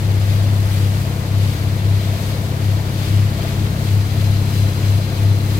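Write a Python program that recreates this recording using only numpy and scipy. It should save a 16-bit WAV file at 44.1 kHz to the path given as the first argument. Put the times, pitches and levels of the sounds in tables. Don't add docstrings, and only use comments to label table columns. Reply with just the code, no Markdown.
import sys
import numpy as np
from scipy import signal
from scipy.fft import irfft, next_fast_len
from scipy.io import wavfile

SR = 44100
rng = np.random.default_rng(int(sys.argv[2]) if len(sys.argv) > 2 else 0)


def to_wav(sig):
    pcm = np.clip(np.atleast_2d(sig), -1, 1) * 32767
    pcm = np.round(pcm).astype(np.int16)
    wavfile.write(sys.argv[1], SR, pcm.T)


N = 246519
TIME = np.arange(N) / SR
FREQS = np.fft.rfftfreq(next_fast_len(N), 1 / SR)

# t/s, four-stroke cycle rate/Hz
CYCLE_RATE = [(0, 16.66), (0.6, 16.66), (1.4, 16.69), (2.2, 16.71), (3, 16.74), (3.7, 16.8), (4.2, 16.8),
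              (4.7, 16.72), (5.59, 16.73)]
# multiple of the cycle rate, relative level/dB
DRONE_LINES = [(2, -15), (3, -11.5), (4, -5.5), (5, -3), (7, -14.5), (8, 0.5), (9, -19), (10, -4.5),
               (11, -10), (12, -14), (13, -10), (14, -16), (15, -25.5), (16, -14.5), (17, -20.5), (18, -16),
               (19, -18.5), (20, -18.5), (21, -25), (22, -24), (23, -28), (24, -21), (25, -24)]
# t/s, level/dB
DRONE_LEVEL = [(0, -24.5), (.4, -23), (2.5, -23.5), (2.75, -25.5), (3.0, -22), (3.5, -22), (3.8, -21),
               (3.99, -25), (4.2, -22), (4.5, -22), (5.3, -24.5), (5.59, -21)]
# t/s, gain/dB
DRONE_TOP_LIFT = [(0, -1), (1, -1.2), (2.5, 0.5), (3.6, -1), (4.5, 0.9), (5.59, 2)]
# blat/dB, burble/dB
FIRING_PATTERN = [(-1, 0.5), (0.5, -13), (-1, -11), (-2.5, -20), (2, -20), (-2, -13), (4, -31), (-10, 1)]
# f/Hz, width/Hz, gain/dB
BLAT_RESONANCES = [(310, 46.3, 2), (369, 69, -2.5), (473, 45, -2.5)]
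BURBLE_RESONANCES = [(621, 32, -1.5), (681, 44, -3)]
# peak t/s, half length/s, level/dB
OUTLET_GULPS = [(.48, 0.098, -46), (1.07, .11, -42), (2.14, 0.073, -38.5), (2.55, 0.12, -43),
                (2.77, .05, -45), (3.45, 0.092, -38), (4.8, 0.063, -43)]
# peak t/s, half length/s, level/dB
BOOM_SWELLS = [(.12, 0.084, -17.5), (.44, 0.27, -14.5), (.87, 0.12, -16), (1.41, 0.083, -14.5),
               (1.69, 0.087, -20), (1.92, 0.08, -13.5), (2.1, 0.048, -18), (2.3, .06, -23.5),
               (2.48, 0.043, -27), (2.71, .07, -16), (2.99, .045, -22.5), (3.19, .072, -12.5),
               (3.63, 0.065, -19), (3.955, 0.066, -13.5), (4.31, 0.13, -15), (4.63, .06, -13.5),
               (4.92, .085, -13.5), (5.28, 0.067, -12), (5.53, 0.24, -19)]
# t/s, f/Hz, level/dB
WHINE_CURVE = [(0, 4077, -51.5), (.3, 4074, -59.5), (1.2, 4066, -59.5), (1.85, 4084, -49), (2.2, 4075, -56),
               (3.8, 4098, -57), (4.1, 4101, -46.5), (4.8, 4073, -45), (5.59, 4098, -47)]
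# ratio to the main pitch, flutter width/Hz, gain/dB, left minus right/dB
WHINE_WHISTLES = [(1, 38, 0, 10), (1.169, 60, -7.5, 12), (1.5, 60, -9.5, 1)]
# peak t/s, rush/dB, spray/dB
WAKE_CRESTS = [(0, -1, -3), (.345, 1.5, 2), (.75, 2.5, 4.5), (1.0, -3, 1.5), (1.49, 2.5, 3),
               (2.01, 1.5, -1), (2.26, 1.8, 3), (2.69, .5, -.8), (3.07, 3.5, 4), (3.46, 2.5, 2),
               (3.87, 2, 3), (4.22, 2, 2), (4.58, 2.2, 4.5), (4.87, 2, 1.5), (5.2, 1, 0.5),
               (5.56, 1.5, 3.5)]
# f/Hz, relative density/dB
CHURN_SPECTRUM = [(200, 1), (350, -7), (500, 6), (750, 1.5), (1000, 0), (1400, -3.5), (2200, -7),
                  (4000, -42)]
RUSH_SPECTRUM = [(700, -16), (1300, -4), (2000, -0.5), (2600, -1.5), (3600, -2), (4700, -5.5), (5500, -11),
                 (7000, -10), (12000, -43)]
SPRAY_SPECTRUM = [(3000, -6), (5500, 3.5), (7000, 1), (8200, 3.5), (9700, 0.5), (10800, 1.5), (11900, 3.5),
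                  (13200, 0), (14500, 2.5), (15600, -1)]
RUMBLE_SPECTRUM = [(12, -22), (22, -16), (32, 2), (45, -8), (90, 7), (150, 3.5), (210, -6.5), (260, -5.5),
                   (400, -13), (600, -18), (1000, -31.5)]
# f/Hz, left minus right/dB
WATER_BALANCE = [(100, 7.5), (500, 3), (1200, 3.5), (2000, 2.5), (2700, 3.5), (3600, 8), (4600, 10.5),
                 (5500, 6.5), (6500, 2), (9300, -1), (11800, 5), (14000, 1), (15800, 1.5)]
# f/Hz, share of the power (0-1)
DIRECT_SHARE = [(100, 0), (700, 0.17), (1500, 0.4), (2600, 0.41), (4500, 0.33), (7000, 0), (15000, 0.3)]


def from_db(db):
    return 10 ** (np.asarray(db) / 20)


def rms_one(x):
    return x / np.sqrt(np.mean(x ** 2) + 1e-20)


def in_time(rows):
    times, *columns = np.transpose(rows)
    return [np.interp(TIME, times, column) for column in columns]


def over_hz(points):
    hz, value = np.transpose(points)
    return np.interp(np.log(FREQS + 1), np.log(hz), value)


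def white_spectrum():
    return rng.standard_normal(len(FREQS)) + 1j * rng.standard_normal(len(FREQS))


def drift(rate_hz):
    knots = rng.standard_normal(4096)
    return rms_one(np.interp(TIME * rate_hz * 2, np.arange(len(knots)), knots))


def pan(left_db):
    return from_db(np.array([[.5], [-.5]]) * left_db)


def swell_level(swells, rest_db, roundness):
    power = sum(from_db(db) ** 2 * np.exp(-np.abs((TIME - peak_s) / half_s) ** roundness)
                for peak_s, half_s, db in swells)
    return 10 * np.log10(power + from_db(rest_db) ** 2)


def resonate(x, modes):
    out = 0
    for k, (hz, width_hz, db) in enumerate(modes):
        r, w = np.exp(-np.pi * width_hz / SR), 2 * np.pi * hz / SR
        ring = signal.lfilter([1 - r * r, 0, r * r - 1], [1, -2 * r * np.cos(w), r * r], x)
        out = out + (-1) ** k * from_db(db) * ring
    return rms_one(out)


def exhaust_drone(cycles, dispersion=0.072, smear_rad=0.018, waver=0.16, first_top_order=13):
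    level_db, = in_time(DRONE_LEVEL)
    top_db, = in_time(DRONE_TOP_LIFT)
    lines = 0
    for order, db in DRONE_LINES:
        phase = 2 * np.pi * order * (cycles - dispersion * order) + smear_rad * order * drift(4)
        gain = from_db(db + (top_db if order >= first_top_order else 0))
        lines = lines + gain * (1 + waver * drift(6)) * np.cos(phase)
    return from_db(level_db) * rms_one(lines)


def exhaust_puffs(cycles, pattern_db, modes, decay, rough, uneven_db, jitter):
    firing, age = np.divmod(cycles * len(pattern_db) + jitter * drift(25), 1)
    firing = firing.astype(int)
    strength = from_db(pattern_db[firing % len(pattern_db)] + uneven_db * rng.standard_normal(1024)[firing])
    pulses = rms_one(strength * np.diff(firing, prepend=firing[0]))
    gas = rms_one(strength * np.exp(-age / decay) * rng.standard_normal(N))
    return resonate(pulses + rough * gas, modes)


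def wet_exhaust(cycles, burble_db):
    blat_pattern, burble_pattern = np.transpose(FIRING_PATTERN)
    drone = exhaust_drone(cycles)
    blat = from_db(-39) * exhaust_puffs(cycles, blat_pattern, BLAT_RESONANCES,
                                        decay=0.33, rough=1.0, uneven_db=1.1, jitter=0.05)
    burble = from_db(burble_db) * exhaust_puffs(cycles, burble_pattern, BURBLE_RESONANCES,
                                                decay=1.0, rough=0.97, uneven_db=0.8, jitter=0.025)
    return pan(3.3) * drone + pan(9.0) * blat + pan(6.3) * burble


def propeller(cycles, blades=3, turns_per_cycle=2, wander_rad=0.25):
    boom_db = swell_level(BOOM_SWELLS, rest_db=-24.5, roundness=2.06)
    phase = 2 * np.pi * blades * turns_per_cycle * cycles + wander_rad * drift(2.7)
    return from_db(boom_db) * np.sqrt(2) * np.cos(phase)


def drive_whine(flutter_db=1.2):
    pitch_hz, level_db = in_time(WHINE_CURVE)
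    whistles = 0
    for ratio, width_hz, db, left_db in WHINE_WHISTLES:
        hz = ratio * pitch_hz + width_hz / 2 * drift(40)
        tone = np.sin(2 * np.pi * np.cumsum(hz) / SR)
        whistles = whistles + from_db(db + flutter_db * drift(15)) * pan(left_db) * tone
    return from_db(level_db) * whistles


def breaking_crests(rise_s=0.11, fall_s=0.13, roundness=1.33):
    power = 1
    for peak_s, *lift_db in WAKE_CRESTS:
        from_peak = np.maximum((peak_s - TIME) / rise_s, (TIME - peak_s) / fall_s)
        power = power + np.outer(from_db(lift_db) ** 2, np.exp(-from_peak ** roundness))
    return 10 * np.log10(power)


def water_noise(spectrum, flicker_db, flicker_hz, port_spacing_s=0.00036, right_lead_s=0.0004015):
    coherence = np.sinc(2 * FREQS * port_spacing_s)
    mid = np.sqrt(1 + coherence) * white_spectrum()
    side = np.sqrt(1 - coherence) * white_spectrum()
    around = np.array([mid + side, mid - side]) / np.sqrt(2)
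    delay_s = np.array([[right_lead_s], [0]])
    direct = white_spectrum() * np.exp(-2j * np.pi * FREQS * delay_s)
    share = np.clip(over_hz(DIRECT_SHARE), 0, 1)
    field = np.sqrt(1 - share) * around + np.sqrt(share) * direct
    coloured = field * from_db(over_hz(spectrum)) * pan(over_hz(WATER_BALANCE))
    noise = rms_one(irfft(coloured, next_fast_len(N))[:, :N])
    return noise * from_db(flicker_db * drift(flicker_hz))


def bubbles(per_pitch_per_s=70, ring_cycles=27, spread_db=2.0):
    out = np.zeros((2, N))
    for hz in np.geomspace(900, 5000, num=10):
        born = rng.random((2, N)) < per_pitch_per_s / SR
        strengths = from_db(spread_db * np.minimum(rng.exponential(1, 8192), 4))
        signs = rng.choice([-1, 1], 8192)
        clicks = np.zeros((2, N))
        clicks[born] = np.resize(strengths * signs, born.sum())
        r, w = from_db(-60 * hz / (ring_cycles * SR)), 2 * np.pi * hz / SR
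        out += signal.lfilter([0, np.sin(w)], [1, -2 * r * np.cos(w), r * r], clicks + 1e-18)
    return rms_one(out)


def wake(gulp_db):
    rush_db, spray_db = breaking_crests()
    churn_db = -0.14 * rush_db + 0.075 * gulp_db
    churn = from_db(-34 + churn_db) * water_noise(CHURN_SPECTRUM, flicker_db=0.8, flicker_hz=20)
    rush = from_db(-38 + rush_db) * water_noise(RUSH_SPECTRUM, flicker_db=0.72, flicker_hz=30)
    spray = from_db(-41.5 + spray_db) * water_noise(SPRAY_SPECTRUM, flicker_db=0.65, flicker_hz=77)
    foam = from_db(-51 + rush_db) * pan(3.0) * bubbles()
    return churn + rush + spray + foam


def rumble():
    return from_db(-30) * water_noise(RUMBLE_SPECTRUM, flicker_db=1.0, flicker_hz=6)


def scene():
    cycle_hz, = in_time(CYCLE_RATE)
    cycles = 0.4 + np.cumsum(cycle_hz) / SR
    burble_rest_db = -46.5
    burble_db = swell_level(OUTLET_GULPS, burble_rest_db, roundness=1.8)
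    boat = wet_exhaust(cycles, burble_db) + pan(3.9) * propeller(cycles) + drive_whine()
    return boat + wake(gulp_db=burble_db - burble_rest_db) + rumble()


def record(dry, cutoff_hz=15780):
    return signal.sosfilt(signal.ellip(12, .1, 80, cutoff_hz, fs=SR, output="sos"), dry)


dry = scene()
out = record(dry)
to_wav(out)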